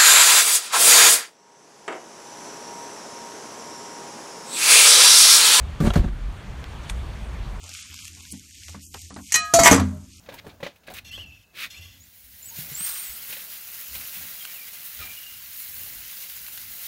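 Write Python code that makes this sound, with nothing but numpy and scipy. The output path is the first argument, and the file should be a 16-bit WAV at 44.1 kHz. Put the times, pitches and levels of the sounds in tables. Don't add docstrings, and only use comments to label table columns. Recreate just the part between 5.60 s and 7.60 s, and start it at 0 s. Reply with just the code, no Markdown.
import sys
import numpy as np
from scipy import signal
from scipy.io import wavfile

SR = 44100
rng = np.random.default_rng(int(sys.argv[2]) if len(sys.argv) > 2 else 0)


def unload_wav(signal):
    wavfile.write(
        sys.argv[1],
        SR,
        np.round(np.clip(np.atleast_2d(signal).T, -1, 1) * 32767).astype(np.int16),
    )


def field_ratio(decibels):
    return 10 ** (np.asarray(decibels, dtype=float) / 20)


N = 88200

# (t/s, f/Hz, level/dB)
DRONE_PATH = [(0, 62.2, -27), (.11, 65.6, -28), (.17, 66.95, -50), (.5, 45.7, -34.5), (.66, 43.73, -23.5),
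              (.76, 55, -47), (.83, 45.17, -60), (.9, 44.03, -31.5), (.98, 58.4, -31), (1.04, 63.8, -40),
              (1.24, 62.7, -35), (1.275, 52.9, -53), (1.32, 52.43, -27.5), (1.52, 54.9, -36),
              (1.63, 54.5, -32), (1.74, 49.43, -36), (1.84, 55.35, -24), (2, 52, -37.5)]


def rms_one(x):
    return x / np.sqrt(np.mean(x ** 2) + 1e-20)


def in_time(rows, axis=1):
    rows = np.array(rows)
    return np.interp(np.arange(N) / SR, rows[:, 0], rows[:, axis])


def drift(rate):
    r = np.exp(-80 * np.pi * rate / SR)
    white = rng.standard_normal(N // 40 + 2002)
    slow = signal.lfilter([1], [1, -2 * r, r * r], white)[2000:]
    return np.interp(np.arange(N) / 40, np.arange(len(slow)), rms_one(slow - slow.mean()))


def clicks(s, heights):
    out = np.full(N, 1e-18)
    np.add.at(out, (np.asarray(s) * SR).astype(int), heights)
    return out


def ring(x, hz, t60):
    r, w = field_ratio(-60 / (t60 * SR)), 2 * np.pi * hz / SR
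    return signal.lfilter([0, np.sin(w)], [1, -2 * r * np.cos(w), r * r], x)


def soften(x, hz):
    r = np.exp(-2 * np.pi * hz / SR)
    return signal.lfilter([(1 - r) ** 2], [1, -2 * r, r * r], x)


def colour(white, spectrum, patchy_db):
    edges = 110 * 2 ** np.arange(0, 7.6, .5)
    hz, db = np.transpose(spectrum)
    out = 0
    for k, (low, high) in enumerate(zip(edges, edges[1:])):
        band_filter = signal.butter(2, [low, high], "band", fs=SR, output="sos")
        band = signal.sosfilt(band_filter, white[k % 2])
        level = np.interp(np.log(low * high) / 2, np.log(hz), db)
        out = out + band * field_ratio(level + patchy_db * drift(11.0))
    return rms_one(out)


def frame():
    # (t/s, low mode level/dB, upper mode level/dB, small modes level/dB, direction)
    knocks = [(0.203, -16, -19, -19, 1), (0.209, -9.5, -24, -22, 0.84), (0.2235, -28, -11, -51, 0.73),
              (0.2386, -31, -32, -22, -0.83), (0.2469, -37, -13.5, -34, 0.96),
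              (0.2521, -37, -21, -21, 0.64), (0.267, -30, -24.5, -21, -1.2),
              (0.2737, -7.5, -11.5, -28, 0.77), (0.3587, -10.5, -26, -25.5, -0.9),
              (0.3617, -8.5, -13.5, -22.5, 0.8), (0.3734, -28, -15.5, -19.5, 0.76),
              (.396, -16, -14, -33, 0.39), (.416, -20, -26, -29.5, 0.92), (.4417, -15, -34, -32, -0.83),
              (0.4464, -19.5, -26.5, -28, -1.06), (0.478, -28, -29, -32.5, 1), (0.529, -35, -33, -41, 0.57)]
    # (f/Hz, level/dB, t60/s)
    small_modes = [(289.5, -7, 0.1), (351.4, -1.5, 0.102), (500, -21, 0.033), (655, -15, 0.044),
                   (785, -15, 0.034), (917, -14, 0.06), (1070, -19, 0.034), (1165, -9.5, 0.085),
                   (1290, -9.5, 0.059), (1470, -26, 0.042), (1760, -7, 0.028), (2040, -8, 0.014)]
    s, low, up, small, way = np.transpose(knocks)
    out = ring(clicks(s, way * field_ratio(low)), hz=162.5, t60=0.067)
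    out += ring(clicks(s, way * field_ratio(up)), hz=216, t60=0.086)
    chance = rng.normal(0, 1, (len(s), len(small_modes)))
    for k, (hz, db, t60) in enumerate(small_modes):
        out += ring(clicks(s, field_ratio(small + db) * chance[:, k]), hz, t60)
    return soften(out, hz=1440)


def panel():
    # (f/Hz, t60/s)
    panel_modes = [(392, 0.063), (575, 0.088), (718, 0.072)]
    # (t/s, level/dB of each of the three notes)
    knocks = [(.2040, -43, -24, -32), (.2095, -22, -40, -42), (.2190, -31, -40, -43),
              (.2375, -29, -23, -45), (.2480, -42, -25, -47), (.2665, -35, -29, -28),
              (.2735, -20.5, -21.5, -34.5), (.2850, -38, -34, -40), (.3053, -29, -44, -23),
              (.3610, -43, -18.5, -21), (.3750, -34, -38, -47), (0.395, -23.5, -45, -28.5),
              (.4450, -31, -35, -31)]
    s, *levels = np.transpose(knocks)
    out = 0
    for db, (hz, t60) in zip(levels, panel_modes):
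        out = out + ring(clicks(s, field_ratio(db)), hz, t60)
    return soften(out, hz=800)


def cabin():
    # (t/s, deep level/dB, upper level/dB, direction)
    pushes = [(0.236, -22, -15.5, -1.16), (0.247, -17, -30, 0.69), (0.263, -12, -19, -0.83),
              (0.2985, -32, -23, 1), (0.302, -14.5, -23, -1.04), (.372, -20, -11.5, 1),
              (0.394, -2, -24, 0.73), (0.419, -25, -19, -0.81), (.440, -10, -26, 0.044),
              (0.458, -10, -25.5, 0.87), (.492, -30, -28, -1.2), (0.521, -20.5, -56, 0.77)]
    s, deep, up, way = np.transpose(pushes)
    deep_boom = ring(clicks(s, way * field_ratio(deep)), hz=48.7, t60=0.11)
    upper_boom = ring(clicks(s, way * field_ratio(up)), hz=86, t60=0.15)
    return soften(deep_boom + upper_boom, hz=255)


def rub():
    # (t/s, level/dB, brightness/dB)
    efforts = [
        [(.2015, -70, .1), (.203, -31, 2), (.222, -37, 2), (.245, -39, 4.5), (.272, -24, -4.5), (.29, -40, 4),
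         (.307, -40.5, 4), (.325, -46, -1)],
        [(.3352, -52, 12), (.3365, -30, 6.5), (.353, -40, 5), (.358, -30.5, 4), (.378, -34, 1.5), (.42, -48, 1),
         (.446, -37.5, -17), (.466, -54, 5), (.486, -41, -22)],
    ]
    # (f/Hz, level/dB)
    rub_colour = [(240, -21), (400, -7.5), (577, -5.5), (653, -9), (1690, -13.5), (2920, -19),
                  (4160, -21.5), (8800, -25.5), (15500, -40)]
    grains_per_s, grain_db, smooth_part, bright_hz = 2500, 4, 0.95, 4850
    hits = rng.random((2, N)) < grains_per_s / SR
    grains = hits * field_ratio(grain_db * np.minimum(rng.exponential(1, (2, N)), 5))
    x = colour(rng.standard_normal((2, N)) * (smooth_part + grains), rub_colour, patchy_db=2.0)
    rows = [(0, -90, 0)] + efforts[0] + efforts[1] + [(.54, -80, 0)]
    dull = soften(x, bright_hz)
    brightness = field_ratio(in_time(rows, axis=2))
    return field_ratio(in_time(rows)) * (dull + brightness * (x - dull))


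def latch():
    # (t/s, peak level/dB, t60/s, pitch ratio)
    snaps = [
        (.3049, -16.5, 0.0081, 1.0),
        (.3071, -25, 0.025, 1.0),
        (.3575, -24, 0.026, 1.25),
        (.3595, -24, 0.01, 1.25),
    ]
    # (f/Hz, level/dB)
    latch_modes = [(720, 0), (1000, 1), (1350, 5.5), (1650, -7), (2800, -1), (3300, 1), (3850, -2.5)]
    # (t/s, level/dB, f/Hz, t60/s)
    ticks = [(.2060, -34, 4500, .006), (.2110, -37, 4400, .006), (.2690, -31, 2300, .006),
             (.2745, -31, 2600, .006), (.2535, -35, 2500, .004), (.3768, -33, 10500, .002),
             (.3768, -33, 12200, .002), (.2484, -36, 12000, .003), (.3387, -33, 12500, .003),
             (.2312, -38, 11500, .003)]
    direction = rng.choice([-1, 1], (len(snaps), len(latch_modes)))
    out = 0
    for i, (s, peak_db, t60, ratio) in enumerate(snaps):
        for k, (hz, db) in enumerate(latch_modes):
            height = field_ratio(peak_db + db - 6.5) * direction[i, k]
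            out = out + ring(clicks([s], height), hz * ratio, t60)
    for s, db, hz, t60 in ticks:
        out = out + ring(clicks([s], field_ratio(db)), hz, t60)
    return out


def leaves():
    # (t/s, peak level/dB, f/Hz, t60/s)
    crackles = [(1.0420, -25, 3400, .003), (1.0420, -34, 2500, .003), (1.0420, -32, 4700, .0025),
                (1.0420, -42, 9000, .0015), (1.0420, -48, 12800, .0015), (1.2974, -21, 2350, .007),
                (1.2998, -31, 2000, .012), (1.2980, -21, 3600, .007), (1.2982, -32, 880, .014),
                (1.2987, -26, 6600, .005), (1.2925, -36, 2500, .003), (1.2948, -35, 5000, .003),
                (1.2987, -30, 8700, .004), (1.2988, -34, 11800, .004), (1.3006, -28, 3380, .010),
                (1.3011, -33, 8500, .005), (1.3056, -34, 2500, .005), (1.3066, -37, 6500, .004)]
    # (f/Hz, level/dB per Hz)
    crunch_colour = [(500, -33), (900, -2), (3500, -9.5), (6500, -12), (9000, -14), (15000, -34)]
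    crunch_s, crunch_db, rise_s, fall_s = 1.299, -35.5, .003, .006
    shuffle_s, shuffle_db, spread_s = 1.286, -52, 0.097
    t = np.arange(N) / SR
    since = t - crunch_s
    crunch = field_ratio(crunch_db) * np.exp(-np.abs(since) / np.where(since < 0, rise_s, fall_s))
    shuffle = field_ratio(shuffle_db) * np.exp(-((t - shuffle_s) / spread_s) ** 2)
    out = (crunch + shuffle) * colour(rng.standard_normal((2, N)), crunch_colour, patchy_db=-5.0)
    for s, db, hz, t60 in crackles:
        out = out + ring(clicks([s], -field_ratio(db)), hz, t60)
    return out


def drone():
    wobble, throb_db, under_db = .14, 4.0, -4.0
    hz = in_time(DRONE_PATH) * (1 + wobble * drift(7.6))
    db = in_time(DRONE_PATH, axis=2) + under_db + throb_db * drift(15.0)
    return np.sqrt(2) * field_ratio(db) * np.sin(2 * np.pi * np.cumsum(hz) / SR)


def traffic():
    # (f/Hz, width/Hz, level/dB)
    rumble_peaks = [(39.6, 14.4, -3), (52.3, 10.5, -4), (79, 27.5, -3), (124.7, 17, -9.5), (149, 31, -13),
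                    (205.6, 15, -17.5)]
    # (t/s, level/dB)
    hiss_levels = [(0.0, -45), (0.36, -44), (0.5, -47.5), (0.69, -46), (1.17, -43), (1.4, -43.5),
                   (2.0, -43.5)]
    # (f/Hz, level/dB per Hz)
    air_colour = [(160, 5.5), (280, -1), (1050, -2), (3400, -10.5), (5200, -18.5), (6800, -19.5),
                  (9600, -24.5), (15000, -38)]
    rumble_db, follows = -36.5, 0.15
    low = 0
    for hz, width_hz, db in rumble_peaks:
        r = np.exp(-np.pi * width_hz / SR)
        white = rng.standard_normal(N + SR)
        x = signal.lfilter([1, 0, -1], [1, -2 * r * np.cos(2 * np.pi * hz / SR), r * r], white)
        low = low + field_ratio(db + 0.31 * drift(7.6)) * rms_one(soften(x, 3 * hz)[SR:])
    swell_db = follows * (in_time(DRONE_PATH, axis=2) + 39.5)
    rumble = field_ratio(rumble_db + swell_db) * rms_one(low)
    hiss = field_ratio(in_time(hiss_levels)) * colour(rng.standard_normal((2, N)), air_colour, patchy_db=1.2)
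    return hiss + rumble


def scene():
    seat = frame() + panel() + cabin() + rub() + latch()
    return (seat + leaves() + drone() + traffic())[None]


def roll_off(x):
    return signal.sosfilt(signal.butter(12, 15760, fs=SR, output="sos"), x)


def record(dry):
    # (f/Hz, width/Hz, depth 0-1)
    mic_dips = [(4960, 380, 0.57), (10230, 870, 0.33)]
    x = signal.sosfilt(signal.butter(2, 20, "high", fs=SR, output="sos"), dry)
    for hz, width_hz, depth in mic_dips:
        x = x - depth * signal.lfilter(*signal.iirpeak(hz, hz / width_hz, fs=SR), x)
    x = signal.sosfilt(signal.cheby2(20, 60, 15900, fs=SR, output="sos"), x)
    return roll_off(x)


dry = scene()
out = record(dry)
unload_wav(out)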